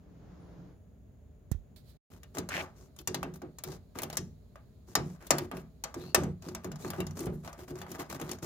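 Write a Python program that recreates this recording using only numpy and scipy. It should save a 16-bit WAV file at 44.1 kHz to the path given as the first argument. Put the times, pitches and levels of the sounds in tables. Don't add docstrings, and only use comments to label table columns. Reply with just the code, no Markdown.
import sys
import numpy as np
from scipy import signal
from scipy.fft import rfft, irfft, next_fast_len
from scipy.io import wavfile
from scipy.ndimage import uniform_filter1d

SR = 44100
rng = np.random.default_rng(int(sys.argv[2]) if len(sys.argv) > 2 else 0)


def elevation(decibels):
    levels = np.asarray(decibels, float)
    return 10 ** (levels / 20)


def bounce(signal):
    frames = np.transpose(np.atleast_2d(signal))
    limited = np.clip(frames, -1, 1)
    pcm = np.round(limited * 32767).astype(np.int16)
    wavfile.write(sys.argv[1], SR, pcm)


N = 372644

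# (f/Hz, relative level/dB, free t60/s)
DOOR_MODES = [(93.7, -11, 0.84), (154, -4.5, 0.36), (178.9, -1, 0.2), (226.4, -6, 0.22),
              (274.2, -2.5, 0.089), (332, 4, 0.047), (363, -3, 0.18), (413, -11, 0.049), (676, 0.5, 0.025),
              (817, 1.5, 0.019), (968, 1.5, 0.01), (1188, 4, 0.015), (1500, 2.5, 0.0078),
              (1930, -5.5, 0.0063)]
HELD = 0.23
RUB_SHAKE_DB, RUB_DEEP_DB = 4.5, 2
# (f/Hz, likeness 0 to 1)
DOOR_LIKENESS = [(60, 1), (250, 0.99), (1000, 0.71), (4000, 0.25), (15000, 0.3)]
# (f/Hz, phase/rad)
LEFT_LEAD = [(0, -3.5), (2330, 1.5439), (5340, -2.5), (7240, -1.5), (12500, -2), (14500, -4.5)]
# (f/Hz, level/dB)
LEFT_LEAN = [(60, -0.5), (950, 0), (3770, 3.5), (15000, 6)]


def door():
    strikes, blows, snaps = knob_ticks()
    rubbing, rasp, pressure = rubs()
    slip_ticks, slip_blows = slips(pressure)
    direct = rubbing + slip_ticks + scrapes() + squeaks()
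    blows += slip_blows
    shake, deep = thumps()

    grip = grit(1500, 6.8, 0.002)
    sheet_modes = [mode for mode in DOOR_MODES if mode[0] > 500]
    held_modes = [(hz, db, HELD * t60) for hz, db, t60 in sheet_modes]
    sheet = ring(3 * blows, sheet_modes) + snaps
    sheet += ring(grip * rasp * rng.standard_normal((2, N)), held_modes)
    sheet = highpass(sheet, 2, 350)

    upper_modes = [mode for mode in DOOR_MODES if 250 < mode[0] <= 500]
    lowest_modes = [mode for mode in DOOR_MODES if mode[0] <= 250]
    rattle = grit(900, 1.2, 0.0077) * rng.standard_normal((2, N))
    panel = ring((shake + elevation(RUB_SHAKE_DB) * rasp) * rattle + 0.27 * blows, upper_modes)
    panel += ring((deep + elevation(RUB_DEEP_DB) * rasp) * rattle + 0.1 * blows, lowest_modes)
    panel = highpass(panel, 2, 70)

    contact = direct * (0.38 + 0.37 * grip) + elevation(-2.5) * strikes
    return ports(contact + sheet + panel, DOOR_LIKENESS, LEFT_LEAD, LEFT_LEAN)


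# (t/s, relative tick level/dB, force on the door over the tick/dB, colour f/Hz)
KNOB_TICKS = [(2.2321, -44, -17, 2360), (2.3493, -41.5, -8.5, 6800), (2.3702, -40, -1, 2220),
              (2.3837, -27, -17.5, 7300), (2.489, -29.5, -14, 6860), (2.577, -40.5, 2.5, 2500),
              (2.9634, -48.5, -19, 9000), (2.988, -39, -37, 5370), (3.074, -19.5, -24.5, 6960),
              (3.1442, -23.5, -17, 3960), (3.2292, -33.5, -5.5, 2140), (3.3382, -46, -22, 7000),
              (3.3576, -45.5, -22, 14000), (3.418, -49.5, -0.5, 5000), (3.5851, -37.5, -18.5, 7640),
              (3.637, -27.5, -27, 13000), (3.718, -41.5, -20, 4040), (3.955, -51, 5, 2260),
              (3.987, -29, -15.5, 2220), (4.019, -30.5, -21, 12300), (4.0328, -25, -18.5, 13200),
              (4.1, -36.5, -12, 2270), (4.128, -37, -11, 4040), (4.17, -17, -35.5, 7200),
              (4.557, -54.5, 1, 2200), (4.953, -14, -16, 5600), (5.268, -37, -24.5, 13200),
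              (5.306, -10.5, -14.5, 6750), (5.335, -51, -1, 2500), (5.383, -24, -16, 2010),
              (5.514, -41.5, 2.5, 2550), (5.5687, -42, -6, 2260), (5.8383, -25, -14, 6800),
              (5.9419, -37.5, -8.5, 6000), (6.146, -8.5, -18, 7300), (6.235, -37, -7, 7040),
              (6.4223, -45.5, -16.5, 5500), (6.486, -39.5, -11, 5300), (6.5484, -29.5, -14, 7000),
              (6.6446, -37, -7.5, 6500), (6.7167, -39.5, -10, 5100), (6.7577, -43.5, -11.5, 6530),
              (6.847, -43, 0.5, 2000), (6.903, -29.5, -14, 12700), (6.934, -46, 4.5, 2500),
              (7.003, -31, -11, 2100), (7.067, -35.5, -19, 5970), (7.109, -45, -11.5, 6000),
              (7.1915, -34.5, -20, 7600), (7.205, -33, -29, 11000), (7.257, -38, -29, 10000),
              (7.267, -45.5, 1, 2500), (7.4474, -47.5, -6, 7020), (7.4758, -43, -0.5, 4130),
              (7.529, -43, -7, 6500), (7.68, -52, -7, 6000), (7.755, -44, -7, 6000),
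              (7.787, -43.5, -10, 7000), (7.8156, -38.5, -5, 3470), (7.865, -55, 5, 3000),
              (7.916, -35, -29, 14700), (7.9495, -46.5, -2.5, 6000), (7.9962, -41, -3.5, 2010),
              (8.099, -36.5, -29, 2020), (8.1981, -41, -4, 7070), (8.214, -34.5, -10.5, 2140),
              (8.2924, -36.5, -11.5, 2370), (8.314, -27.5, -34, 7100), (8.386, -48, -9, 6000)]
HARD_DB = -21.5


def knob_ticks():
    strikes, blows, snaps = np.zeros((3, 2, N))
    force = jolt()
    t = np.arange(len(force)) / SR
    for s, db, force_db, hz in KNOB_TICKS:
        add(strikes, s, tick(db, hz))
        blow = elevation(db + force_db) * force * rng.standard_normal((2, len(t)))
        add(blows, s, blow)
        if db > HARD_DB:
            add(snaps, s, latch(blow * elevation(-60 * t / 0.043)))
    return strikes, blows, snaps


def jolt():
    t = np.arange(8192) / SR
    return elevation(-60 * t / 0.0081) + 0.31 * elevation(-60 * t / 0.26)


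# (f/Hz, relative density/dB per Hz)
TICK_SPECTRUM = [(900, -12), (1600, -11), (3900, -9.5), (7000, -2.5), (7800, -9.5), (15200, -6),
                 (16500, -35.5)]


def tick(db, hz, t60=0.066, treble_t60=0.026, tail_db=-20, tail_t60=0.28):
    t = np.arange(8192) / SR

    def peaks(f):
        return elevation(4.8 * evened(uniform_filter1d(rng.standard_normal(len(f)), size=14)))

    full = evened(coloured(tinted(TICK_SPECTRUM, hz, len(t)), peaks))
    dull = coloured(full, lambda f: 1 / (1 + (f / 4500) ** 4))
    treble_decay = elevation(-60 * t / treble_t60) + 0.68 * elevation(-60 * t / 0.0041)
    body = (full - dull) * treble_decay + dull * elevation(-60 * t / t60)
    tail = (dull + 0.18 * full) * elevation(tail_db - 60 * t / tail_t60)
    rise = 1 - np.exp(-t / 0.0007)
    return elevation(db) * rise * (body + tail)


# (f/Hz, relative level/dB)
LATCH_MODES = [(973, -9.5), (1165, 1.5), (1335, -5), (1803, -4), (1949, -11), (2433, -9), (2740, -13)]
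LATCH_DB, LATCH_T60, LATCH_SPREAD_DB = 9, 0.078, 3.5


def latch(blow):
    t = np.arange(4096) / SR
    body = np.zeros(len(t))
    for hz, db in LATCH_MODES:
        level_luck, pitch_luck = rng.standard_normal(2)
        decay = elevation(db + LATCH_SPREAD_DB * level_luck - 60 * t / LATCH_T60)
        body += decay * np.sin(2 * np.pi * hz * (1 + 0.013 * pitch_luck) * t)
    return elevation(LATCH_DB) * signal.fftconvolve(blow, body[None] / np.linalg.norm(body), axes=1)


# (start t/s, end t/s, relative hiss level/dB, colour f/Hz)
RUB_STROKES = [(2.085, 2.204, -63.5, 2100), (2.336, 2.42, -52, 2100), (2.49, 2.674, -49.5, 5530),
               (2.739, 2.9, -63.5, 6470), (2.979, 3.028, -55, 14000), (3.335, 3.386, -57.5, 12700),
               (3.633, 3.791, -54.5, 4940), (3.939, 4.062, -54.5, 2100), (4.125, 4.163, -54, 2100),
               (4.862, 4.964, -60, 6450), (5.018, 5.189, -62, 6920), (5.183, 5.33, -64, 1915),
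               (5.403, 5.47, -58.5, 2115), (5.53, 5.637, -58.5, 2100), (5.934, 6.154, -58.5, 4000),
               (6.405, 6.561, -59, 4490), (6.627, 6.688, -57.5, 2100), (6.778, 6.924, -51.5, 7200),
               (6.911, 7.056, -59, 2100), (7.144, 7.278, -50, 7400), (7.322, 7.371, -59.5, 13450),
               (7.427, 7.52, -56, 2100), (7.568, 7.665, -57, 2000), (7.673, 7.731, -53.5, 2100),
               (7.755, 7.861, -60, 2040), (7.87, 7.988, -53.5, 2050), (7.981, 8.042, -46, 2100),
               (8.084, 8.185, -48.5, 2100), (8.181, 8.291, -56, 2100), (8.266, 8.375, -52, 3900),
               (8.418, 8.477, -45, 6500), (6.504, 8.8, -71.5, 9100)]
# (f/Hz, relative density/dB per Hz)
RUB_SPECTRUM = [(1500, -16.5), (2500, -10.5), (4200, -6.5), (6800, -4), (8200, -10.5), (15000, -5.5),
                (16300, -24)]
RASP_DB, RASP_DB_PER_OCTAVE, DULL_HZ = 0.5, -1.5, 2100


def rubs():
    rubbing, rasp, pressure = np.zeros((2, N)), np.zeros(N), np.zeros(N)
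    for start, end, db, hz in RUB_STROKES:
        size = round((end - start) * SR)
        stroke = elevation(db + np.linspace(2, -3, size)) * signal.windows.tukey(size, .6)
        rasp_db = RASP_DB + RASP_DB_PER_OCTAVE * np.log2(hz / DULL_HZ)
        add(pressure, start, stroke)
        add(rasp, start, elevation(rasp_db) * stroke)
        add(rubbing, start, stroke * tinted(RUB_SPECTRUM, hz, size))
    return rubbing, rasp, pressure


SLIPS_PER_S, SLIP_DB = 30, 7.5


def slips(pressure):
    sizes = elevation(SLIP_DB + 2.6 * rng.standard_normal(N))
    releases = (rng.random(N) < SLIPS_PER_S / SR) * sizes * pressure
    small_tick = tick(0, 6000, t60=0.02, treble_t60=0.0067, tail_db=-12.5)
    ticks = signal.oaconvolve(releases[None], small_tick, axes=1)[:, :N]
    force = signal.oaconvolve(releases, jolt())[:N]
    return ticks, elevation(-11) * force * rng.standard_normal((2, N))


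# (start t/s, end t/s, relative level/dB, first f/Hz, last f/Hz, nominal bandwidth/Hz)
STEM_SCRAPES = [(2.499, 2.626, -34.5, 1570, 2360, 1020), (5.203, 5.257, -55.5, 1400, 1500, 600)]
SWELL_DB, SWELL_TOP = 3, 0.9


def scrapes():
    out = np.zeros((2, N))
    for start, end, db, first_hz, last_hz, width in STEM_SCRAPES:
        size = round((end - start) * SR)
        hz = np.geomspace(first_hz, last_hz, size)
        band = evened(twice_resonant(rng.standard_normal((2, size)), hz, width))
        swell_db = np.interp(np.arange(size) / size, [0, SWELL_TOP, 1], [-SWELL_DB, 0, -14])
        add(out, start, elevation(db + swell_db) * signal.windows.tukey(size, .15) * band)
    return out


# (start t/s, end t/s, relative level/dB)
STEM_SQUEAKS = [(5.983, 6.144, -57), (6.803, 6.916, -55.5)]
# (f/Hz, bandwidth/Hz, relative level/dB)
STEM_RESONANCES = [(2750, 150, -5), (4350, 350, -1.5)]
SAG, CLIMB_S, WAVER = .25, 0.032, .015


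def squeaks():
    out = np.zeros((2, N))
    for start, end, db in STEM_SQUEAKS:
        size = round((end - start) * SR)
        waver = WAVER * evened(uniform_filter1d(rng.standard_normal(size), size=600))
        bend = 1 - SAG * np.exp(-np.arange(size) / SR / CLIMB_S) + waver
        noise = rng.standard_normal((2, size))
        lines = sum(elevation(line_db) * twice_resonant(noise, hz * bend, width)
                    for hz, width, line_db in STEM_RESONANCES)
        add(out, start, elevation(db) * signal.windows.tukey(size, .4) * evened(lines))
    return out


# (t/s, relative force on upper modes/dB, lowest modes over that/dB)
ROD_THUMPS = [(2.377, -34, -7), (3.079, -34, -8.5), (3.146, -37.5, -5), (3.237, -36, -4.5),
              (3.42, -39, -10), (3.645, -43.5, -5), (3.957, -39, -14), (4.025, -38.5, -6), (4.174, -39, 0),
              (4.957, -28.5, -3), (5.307, -28.5, -6.5), (5.391, -36, -12), (5.515, -38, -1),
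              (5.95, -37.5, -7), (6.15, -23, -5), (6.223, -33, -4), (6.463, -37, -4.5), (6.643, -35, 0.5),
              (6.838, -38.5, -1.5), (6.978, -30, -0.5), (7.195, -36.5, -11.5), (7.261, -30, -4.5),
              (7.706, -38, -6), (7.988, -46, -5), (8.206, -40.5, -8)]
THUMP_RISE_S, THUMP_T60 = 0.0059, 0.27
DEEP_RISE_S, DEEP_T60, DEEP_DB = 0.026, 0.43, 4


def thumps():
    shake, deep = np.zeros((2, N))
    t = np.arange(8192) / SR
    for s, db, deep_db in ROD_THUMPS:
        add(shake, s, elevation(db - 60 * t / THUMP_T60) * (1 - np.exp(-t / THUMP_RISE_S)))
        deep_level = db + deep_db + DEEP_DB
        add(deep, s, elevation(deep_level - 60 * t / DEEP_T60) * (1 - np.exp(-t / DEEP_RISE_S)))
    return shake, deep


# (t/s, f/Hz, level at the right port/dB, t60/s)
HOUSING_KNOCK = [(1.516, 115, -8.5, 0.023), (1.525, 45, -29, 0.27), (1.547, 75, -21.5, 0.07)]
# (t/s, relative level/dB, colour f/Hz)
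HOUSING_TICK = (1.515, -34, 11000)
# (t/s, relative level/dB)
FINGER_SLIDE = [(1.757, -99.5), (1.762, -55), (1.83, -77.5), (1.9, -62), (1.96, -79)]


def housing():
    knock, t = np.zeros((1, N)), np.arange(8192) / SR
    for s, hz, db, t60 in HOUSING_KNOCK:
        add(knock, s, -elevation(db - 60 * t / t60) * np.sin(2 * np.pi * hz * t))
    s, db, hz = HOUSING_TICK
    add(knock, s, tick(db, hz)[:1])
    finger_spectrum = [(800, -17.0), (2800, -17.5), (4200, -6.0), (6000, -19.5), (16000, -15.5)]
    slide = elevation(along(FINGER_SLIDE)) * hiss(finger_spectrum)
    knock_balance, slide_balance = elevation([[-18], [0]]), elevation([[-5], [3]])
    return knock * knock_balance + slide * slide_balance


# (t/s, level/dB)
VEHICLE_LEVEL = [(0, -62.5), (.3, -54), (.6, -53), (.72, -57.5), (.8, -71), (.95, -86.5)]
# (f/Hz, relative density/dB per Hz)
ROAR_SPECTRUM = [(24, -45.5), (40, -14), (181, -1), (211, -17), (294, -11), (668, -19.5), (1600, -30),
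                 (2500, -38.5), (6700, -43), (8000, -59.5), (17600, -120)]
# (f/Hz, rms level/dB)
ENGINE_TONES = [(177.6, -57.5), (296.1, -64.5)]
# (t/s, f/Hz)
WHINE_PITCH = [(.4, 9500), (.62, 12300), (.84, 9800)]
WHINE_DB = -91
# (f/Hz, relative density/dB per Hz)
AIR_SPECTRUM = [(25, -11.5), (60, 6.5), (273, -7), (313, -17), (422, -11), (540, -21), (600, -13.5),
                (651, -18.5), (831, -28.5), (5880, -47), (6920, -33.5), (7510, -50.5), (16500, -43)]
AIR_DB = -55.5
# (f/Hz, likeness 0 to 1)
YARD_LIKENESS = [(60, 1), (950, 0.33), (4000, 0.18)]


def yard():
    t = np.arange(N) / SR
    waver = elevation(0.23 * evened(uniform_filter1d(rng.standard_normal(N), 8000)))
    air = elevation(AIR_DB) * waver * hiss(AIR_SPECTRUM)
    vehicle_db = along(VEHICLE_LEVEL)
    roar = elevation(vehicle_db) * hiss(ROAR_SPECTRUM)
    swell = elevation(vehicle_db - max(db for s, db in VEHICLE_LEVEL))
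    hum = swell * sum(np.sqrt(2) * elevation(db) * np.sin(2 * np.pi * hz * t) for hz, db in ENGINE_TONES)
    whine_hz = along(WHINE_PITCH)
    gliding = np.gradient(whine_hz) != 0
    whine_level = elevation(WHINE_DB) * waver ** 20 * gliding
    whine = whine_level * np.sin(2 * np.pi * np.cumsum(whine_hz) / SR)
    return ports(air + roar, YARD_LIKENESS) + whine + hum


def ring(force, modes):
    t = np.arange(SR // 2) / SR
    body = sum(elevation(db - 60 * t / t60) * np.sin(2 * np.pi * hz * t) for hz, db, t60 in modes)
    return signal.oaconvolve(force, body[None] / np.linalg.norm(body), axes=1)[:, :N]


def resonate(x, hz, width):
    turn, r = np.exp(2j * np.pi * np.cumsum(hz) / SR), np.exp(-np.pi * width / SR)
    return 2 * (turn * signal.lfilter([1 - r], [1, -r], x / turn)).real


def twice_resonant(x, hz, width):
    return resonate(resonate(x, hz, width), hz, 2 * width)


def grit(per_s, spread_db, grain_s):
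    sizes = elevation(spread_db * np.minimum(rng.exponential(1, N), 4))
    impulses = sizes * (rng.random(N) < per_s / SR)
    fade = np.exp(-1 / (grain_s * SR))
    return evened(signal.lfilter([1], [1, -fade], impulses))


def ports(pair, same, lead=((0, 0), (1, 0)), lean=((0, 0), (1, 0))):
    def like(hz):
        return np.clip(read(same, hz), 0, 1)

    def half_lean(hz):
        return elevation(read(lean, hz) / 2)

    left = coloured(pair[0], half_lean)
    right = coloured(pair[0], lambda hz: like(hz) * np.exp(-1j * read(lead, hz)) / half_lean(hz))
    right += coloured(pair[1], lambda hz: np.sqrt(1 - like(hz) ** 2) / half_lean(hz))
    return np.array([left, right])


def tinted(points, hz, size):
    def gain(f):
        hump_db = 6.3 * np.exp(-(np.log((f + 1) / hz) / 0.44) ** 2)
        return elevation(read(points, f) + hump_db)

    return evened(coloured(rng.standard_normal((2, size)), gain))


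def hiss(points):
    return evened(coloured(rng.standard_normal((2, N)), lambda hz: elevation(read(points, hz))))


def coloured(x, gain):
    size = next_fast_len(x.shape[-1])
    return irfft(rfft(x, size) * gain(np.fft.rfftfreq(size, 1 / SR)), size)[..., :x.shape[-1]]


def highpass(x, order, hz):
    return signal.sosfilt(signal.butter(order, hz, "high", fs=SR, output="sos"), x)


def read(points, hz):
    f, value = np.transpose(points)
    return np.interp(np.log(hz + 1), np.log(f + 1), value)


def along(rows):
    s, value = np.transpose(rows)
    return np.interp(np.arange(N) / SR, s, value)


def evened(x):
    return x / np.sqrt(np.mean(x ** 2) + 1e-20)


def add(mix, s, sound):
    part = mix[..., round(s * SR):][..., :sound.shape[-1]]
    part += sound[..., :part.shape[-1]]


# (start t/s, end t/s)
SILENCE = (1.973, 2.101)


def scene():
    t = np.arange(N) / SR
    gate = np.clip(np.maximum(SILENCE[0] - t, t - SILENCE[1]) / 0.0018, 0, 1)
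    return (door() + housing() + yard()) * gate


def low_pass(x):
    return signal.sosfilt(signal.butter(12, 17150, fs=SR, output="sos"), x)


def record(dry):
    heard = highpass(dry, 4, 38)
    heard = signal.sosfiltfilt(signal.butter(10, 16300, fs=SR, output="sos"), heard)
    return low_pass(heard)


dry = scene()
out = record(dry)
bounce(out)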